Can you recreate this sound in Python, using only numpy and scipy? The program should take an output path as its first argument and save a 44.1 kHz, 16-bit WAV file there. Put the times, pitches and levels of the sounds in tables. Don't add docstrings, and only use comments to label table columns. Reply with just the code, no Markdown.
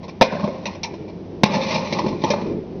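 import sys
import numpy as np
from scipy import signal
from scipy.fft import rfft, irfft
from scipy.io import wavfile
from scipy.ndimage import uniform_filter1d

SR = 44100
rng = np.random.default_rng(int(sys.argv[2]) if len(sys.argv) > 2 else 0)


def put_to_file(sound):
    columns = np.atleast_2d(sound).T
    safe = np.clip(columns, -1, 1)
    whole_steps = np.round(safe * 32767)
    wavfile.write(sys.argv[1], SR, whole_steps.astype(np.int16))


N = 123479

# (time [s], crumpling time [s], thump [dB], hollow crunch [dB], crack [dB])
BLOWS = [(0.2116, 0.019, 2.5, -2, -13), (1.4346, 0.0078, 6.5, -5, -6.5)]
# (frequency [Hz], gain [dB])
HOLLOW_SPECTRUM = [(150, -27.5), (330, -13), (460, -3), (560, 1.5), (640, -3.5), (760, -3), (900, -0.5),
                   (1050, -8.5), (1250, -28), (2500, -44)]
CRACK_SPECTRUM = [(100, -8), (300, 6), (1000, 3), (1400, -9), (1900, -0.5), (2550, 9.5), (3000, -5),
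                  (3600, 8.5), (4600, -6), (5100, 4.5), (6500, -17)]
# (time [s], contact time [s], thud [dB], body [dB], clank [dB], panel resonance [Hz])
KNOCKS = [(.030, 0.016, -37.5, -37, -45, 980), (.081, 0.014, -52, -35.5, -40, 2350),
          (.32, 0.028, -25.5, -29.5, -45, 520), (.398, .012, -29.5, -27, -46.5, 836),
          (.431, 0.0029, -22.5, -26.5, -52.5, 191), (.439, 0.0098, -17, -20.5, -39.5, 487),
          (.477, 0.0036, -20.5, -26.5, -46.5, 524), (.6555, .013, -38, -29.5, -27, 6100),
          (.75, 0.01, -45, -38.5, -45, 5600), (.8325, 0.0088, -53, -39, -26, 4090),
          (.935, 0.016, -57, -37, -46.5, 2520), (1.08, 0.019, -73, -42, -48.5, 4200),
          (1.46, 0.0065, -20.5, -20, -30, 900), (1.537, .025, -29, -27, -27, 614),
          (1.615, 0.016, -45.5, -31.5, -28, 5500), (1.705, 0.011, -30.5, -22, -28, 570),
          (1.741, 0.02, -23, -24.5, -24.5, 5300), (1.925, 0.0065, -22.5, -23.5, -24, 4200),
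          (1.987, 0.003, -27, -20, -27.5, 676), (2.064, 0.0036, -14, -22, -35.5, 183),
          (2.08, 0.0074, -24.5, -30, -36.5, 5300), (2.128, 0.001, -23, -30, -45, 3160),
          (2.217, 0.0069, -36.5, -45, -39.5, 2300), (2.238, 0.0036, -15.5, -16, -26, 227),
          (2.303, 0.008, -23.5, -15, -22.5, 994), (2.337, 0.0076, -28, -17.5, -34, 526),
          (2.413, 0.0042, -28, -48, -42, 400), (2.465, 0.012, -28, -39, -47, 383)]
# (frequency [Hz], relative level [dB], 60 dB decay time [s])
STRONG_MODES = [(165, -20, 0.25), (203, 12, .13), (259, 7.5, 0.24), (525.7, 1, 0.48), (570.3, -7, 0.2),
                (860.2, 8.5, 0.17), (920, -2.5, 0.12), (1022, -26, 0.19), (1055, 9.5, 0.067),
                (2354, 8.5, 0.12), (2530, -10.5, 0.047), (3610, 8.5, 0.056), (4200, 7, 0.11),
                (5110, -3, 0.2)]
# (frequency [Hz], relative level [dB])
PANEL_SPECTRUM = [(90, -23), (135, -14.5), (200, 18.5), (300, -14.5), (420, -3.5), (590, 16), (730, -1),
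                  (900, 8), (1080, 4.5), (1280, -20.5), (1600, -12.5), (1900, 0), (2400, 5), (3000, -5.5),
                  (3700, -2.5), (4200, 0), (4800, -5.5), (5600, -2), (6500, -15.5)]
# (time [s], level [dB], clank gain [dB])
SKID = [(1.44, -25, 10), (1.47, -36, -27.5), (1.51, -24.5, -7.5), (1.56, -27, -13.5), (1.60, -25.5, -11),
        (1.68, -29, 0), (1.77, -24.5, -8), (1.83, -29.5, -10), (1.89, -36, -1), (1.96, -28, -9.5),
        (2.04, -29.5, -12), (2.11, -33.5, -11.5), (2.19, -48, -1.5), (2.28, -25, -12.5), (2.38, -29, -15.5),
        (2.52, -45.5, -9)]
# (time [s], level [dB], clank gain [dB])
SCRAPE = [(.22, -14, -6.5), (.28, -42.5, -9.5), (.33, -29.5, -14), (.38, -32.5, -14), (.49, -32, -16),
          (.56, -37.5, -13), (.63, -38.5, -14), (.74, -43.5, -2)]
# (time [s], low ring [Hz], level [dB], bright ring [Hz], level [dB])
CLINKS = [(.656, 940, -29.5, 2510, -28), (.833, 888, -29.5, 5580, -26)]
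# (time [s], length [s], start pitch [Hz], end pitch [Hz], level [dB])
CREAKS = [(0.294, 0.024, 1977, 1474, -38), (0.315, 0.028, 1780, 1430, -35), (0.355, .028, 2035, 1357, -38)]
# (frequency [Hz], gain [dB])
SCATTER_SPECTRUM = [(100, -28.5), (200, -14.5), (550, -17), (900, -20.5), (1500, -7), (2500, -13.5),
                    (6000, -24)]
# (delay [s], spread [s], level before colouring [dB])
HOUSE_ECHOES = [(.108, 0.024, -23), (.226, 0.034, -26.5)]
# (frequency [Hz], gain [dB])
ECHO_SPECTRUM = [(100, 7), (200, 13.5), (500, -3.5), (900, -3.5), (1500, -17), (6000, -21.5)]
# (frequency [Hz], relative spectral density [dB])
RUMBLE_SPECTRUM = [(15, -47), (25, -15), (91, 0), (129, -6), (167, 9), (259, -3), (349, -1.5), (785, -11),
                   (989, -15), (1280, -27.5), (2270, -27.5), (5470, -34), (6290, -39), (8180, -70),
                   (13800, -120)]
# (time [s], level [dB])
DRONE_SWELL = [(0, -42), (.8, -42.5), (.95, -34.5), (1.15, -36.5), (1.3, -35.5), (1.85, -36.5), (2.05, -25),
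               (2.17, -30.5), (2.36, -32), (2.53, -23), (2.65, -37.5), (2.8, -30.5)]

REGISTER_EDGES_HZ, PANEL_T60_S = [90, 400, 1350, 6700], [0.039, 0.089, 0.092]


def hammer_blows(thump_hz=200.4, thump_decay_s=0.0043, after_ring_db=-21, after_ring_s=0.016, size=8000):
    out, t = np.zeros(N), np.arange(size) / SR
    thump = np.sin(2 * np.pi * thump_hz * t) * np.exp(-t / thump_decay_s)
    for at, length, thump_db, hollow_db, crack_db in BLOWS:
        envelope = np.maximum(buckling(t, length), undb(after_ring_db) * np.exp(-t / after_ring_s))
        hollow = burst(colour(rng.standard_normal(size), HOLLOW_SPECTRUM), envelope)
        crack = burst(colour(rng.standard_normal(size), CRACK_SPECTRUM), envelope)
        add(out, undb(thump_db) * thump + undb(hollow_db) * hollow + undb(crack_db) * crack, at)
    return out


def buckling(t, length):
    return 1 / (1 + (t / max(length, .001)) ** 8)


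def box_modes(count=220, size=9000):
    t = np.arange(size) / SR

    def damped_sines(hz, gain, t60):
        decay = np.exp(-np.log(1000) * t / t60[:, None])
        return gain[:, None] * np.sin(2 * np.pi * hz[:, None] * t) * decay

    modes, registers = np.array(STRONG_MODES), []
    for lo, hi, t60 in zip(REGISTER_EDGES_HZ, REGISTER_EDGES_HZ[1:], PANEL_T60_S):
        strong_hz, strong_db, strong_t60 = modes[(modes[:, 0] >= lo) & (modes[:, 0] < hi)].T
        strong = damped_sines(strong_hz, undb(strong_db), strong_t60)
        lesser_hz = lo + (hi - lo) * (np.arange(count) + rng.random(count)) / count
        lesser = damped_sines(lesser_hz, gain_at(lesser_hz, PANEL_SPECTRUM), np.full(count, t60))
        registers.append((strong, lesser))
    return registers


def contact_response(strong, lesser, strong_db=-8):
    def excite(modes):
        weights = rng.choice([-1, 1], len(modes)) * (.5 + rng.random(len(modes)))
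        return unit(weights @ modes)

    return undb(strong_db) * excite(strong) + excite(lesser)


def knocks(registers, clicks_per_s=1900, click_db=-8, panel_db=-3, panel_q=9.5, size=2600):
    out, t = np.zeros(N), np.arange(size) / SR
    for at, length, *levels, panel_hz in KNOCKS:
        clicks = (rng.random(size) < clicks_per_s / SR) * rng.standard_normal(size)
        force = undb(click_db) * clicks * buckling(t, length)
        force[0] = 1
        resonator = signal.iirpeak(panel_hz, panel_q, fs=SR)
        for register, db in zip(registers, levels):
            ring = signal.fftconvolve(contact_response(*register), force)
            ring += undb(panel_db) * signal.lfilter(*resonator, ring)
            peak_rms = np.sqrt(uniform_filter1d(ring ** 2, 441).max())
            add(out, undb(db) * ring / peak_rms, at)
    return out


def friction(slide, registers, spots=4, clicks_per_s=900, spread_db=4, thud_db=-3.5):
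    out, t = np.zeros(N), np.arange(N) / SR
    sliding = undb(curve(slide)) * (t > slide[0][0]) * (t < slide[-1][0])
    register_gains = [undb(thud_db), 1, undb(curve(slide, column=2))]
    for _ in range(spots):
        clicks = (rng.random(N) < clicks_per_s / spots / SR) * rng.choice([-1, 1], N)
        grit = unit(clicks * undb(spread_db * rng.standard_normal(N)))
        for register, gain in zip(registers, register_gains):
            response = contact_response(*register)
            out += signal.oaconvolve(grit * sliding * gain, response / np.linalg.norm(response))[:N]
    return out / np.sqrt(spots)


def rim_clinks(low_decay_s=0.045, bright_decay_s=0.015, relative_width=0.089, size=12000):
    out, t = np.zeros(N), np.arange(size) / SR
    for at, low_hz, low_db, bright_hz, bright_db in CLINKS:
        for hz, db, decay in [(low_hz, low_db, low_decay_s), (bright_hz, bright_db, bright_decay_s)]:
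            cluster = band_noise(hz, hz * relative_width, size)
            add(out, undb(db) * burst(cluster, np.exp(-t / decay)), at)
    return out


def creaks(roughness_hz=125, size=4000):
    out, t = np.zeros(N), np.arange(size) / SR
    for at, length, start_hz, end_hz, db in CREAKS:
        progress = np.clip(t / length, 0, 1)
        pitch_hz = start_hz + (end_hz - start_hz) * progress
        glide = np.sqrt(2) * np.sin(2 * np.pi * np.cumsum(pitch_hz) / SR)
        add(out, undb(db) * np.sin(np.pi * progress) * glide * band_noise(0, roughness_hz, size), at)
    return out


def house_echoes():
    out, t = np.zeros(N), np.arange(N) / SR
    for delay, spread, db in HOUSE_ECHOES:
        smear = rng.standard_normal(N) * np.exp(-t / spread)
        add(out, undb(db) * smear / np.linalg.norm(smear), delay)
    return colour(out, ECHO_SPECTRUM)


def yard_reverberation(source, rise_s=0.0026, t60_s=0.85):
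    t = np.arange(N) / SR
    tail = rng.standard_normal(N) * (1 - np.exp(-t / rise_s)) * np.exp(-np.log(1000) * t / t60_s)
    response = colour(tail / np.linalg.norm(tail), SCATTER_SPECTRUM) + house_echoes()
    return signal.fftconvolve(source, response[:N // 2])[:N]


def distant_traffic(rumble_db=-37, hum_hz=95.6, hum_db=-46.5):
    rumble = unit(colour(rng.standard_normal(N), RUMBLE_SPECTRUM))
    hum = np.sqrt(2) * np.sin(2 * np.pi * hum_hz * np.arange(N) / SR)
    drone = band_noise(hz=361, half_width_hz=103) + undb(-4.5) * band_noise(hz=187, half_width_hz=51.5)
    return undb(rumble_db) * rumble + undb(hum_db) * hum + undb(curve(DRONE_SWELL)) * drone


def band_noise(hz, half_width_hz, size=N):
    f = np.fft.rfftfreq(size, 1 / SR)
    return unit(irfft(rfft(rng.standard_normal(size)) / (1 + ((f - hz) / half_width_hz) ** 2), size))


def burst(noise, envelope):
    return unit(noise * envelope) * np.sqrt(np.mean(envelope ** 2))


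def colour(x, spectrum):
    return irfft(rfft(x) * gain_at(np.fft.rfftfreq(len(x), 1 / SR), spectrum), len(x))


def gain_at(hz, spectrum):
    f, db = np.array(spectrum).T
    return undb(np.interp(np.log(hz + 1e-6), np.log(f), db))


def curve(rows, column=1):
    rows = np.array(rows)
    return np.interp(np.arange(N) / SR, rows[:, 0], rows[:, column])


def undb(db):
    return 10 ** (np.asarray(db) / 20)


def unit(x):
    return x / np.sqrt(np.mean(x ** 2) + 1e-18)


def add(out, x, at_s):
    i = int(at_s * SR)
    out[i:i + len(x)] += x[:max(N - i, 0)]


def scene(low_cut_hz=117):
    registers = box_modes()
    box = hammer_blows() + knocks(registers) + rim_clinks() + creaks()
    box = box + friction(SCRAPE, registers) + friction(SKID, registers)
    box = signal.sosfilt(signal.butter(3, low_cut_hz, "high", fs=SR, output="sos"), box)
    return np.tile(box + yard_reverberation(box) + distant_traffic(), (2, 1))


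def record(dry, input_limit=.70, output_limit=.71, band_hz=6380, top_hz=15800):
    clipped = np.clip(dry, -input_limit, input_limit)
    narrow = signal.sosfiltfilt(signal.butter(16, band_hz, fs=SR, output="sos"), clipped)
    reclipped = np.clip(narrow, -output_limit, output_limit)
    return signal.sosfilt(signal.ellip(8, .2, 70, top_hz, fs=SR, output="sos"), reclipped)


dry = scene()
out = record(dry)
put_to_file(out)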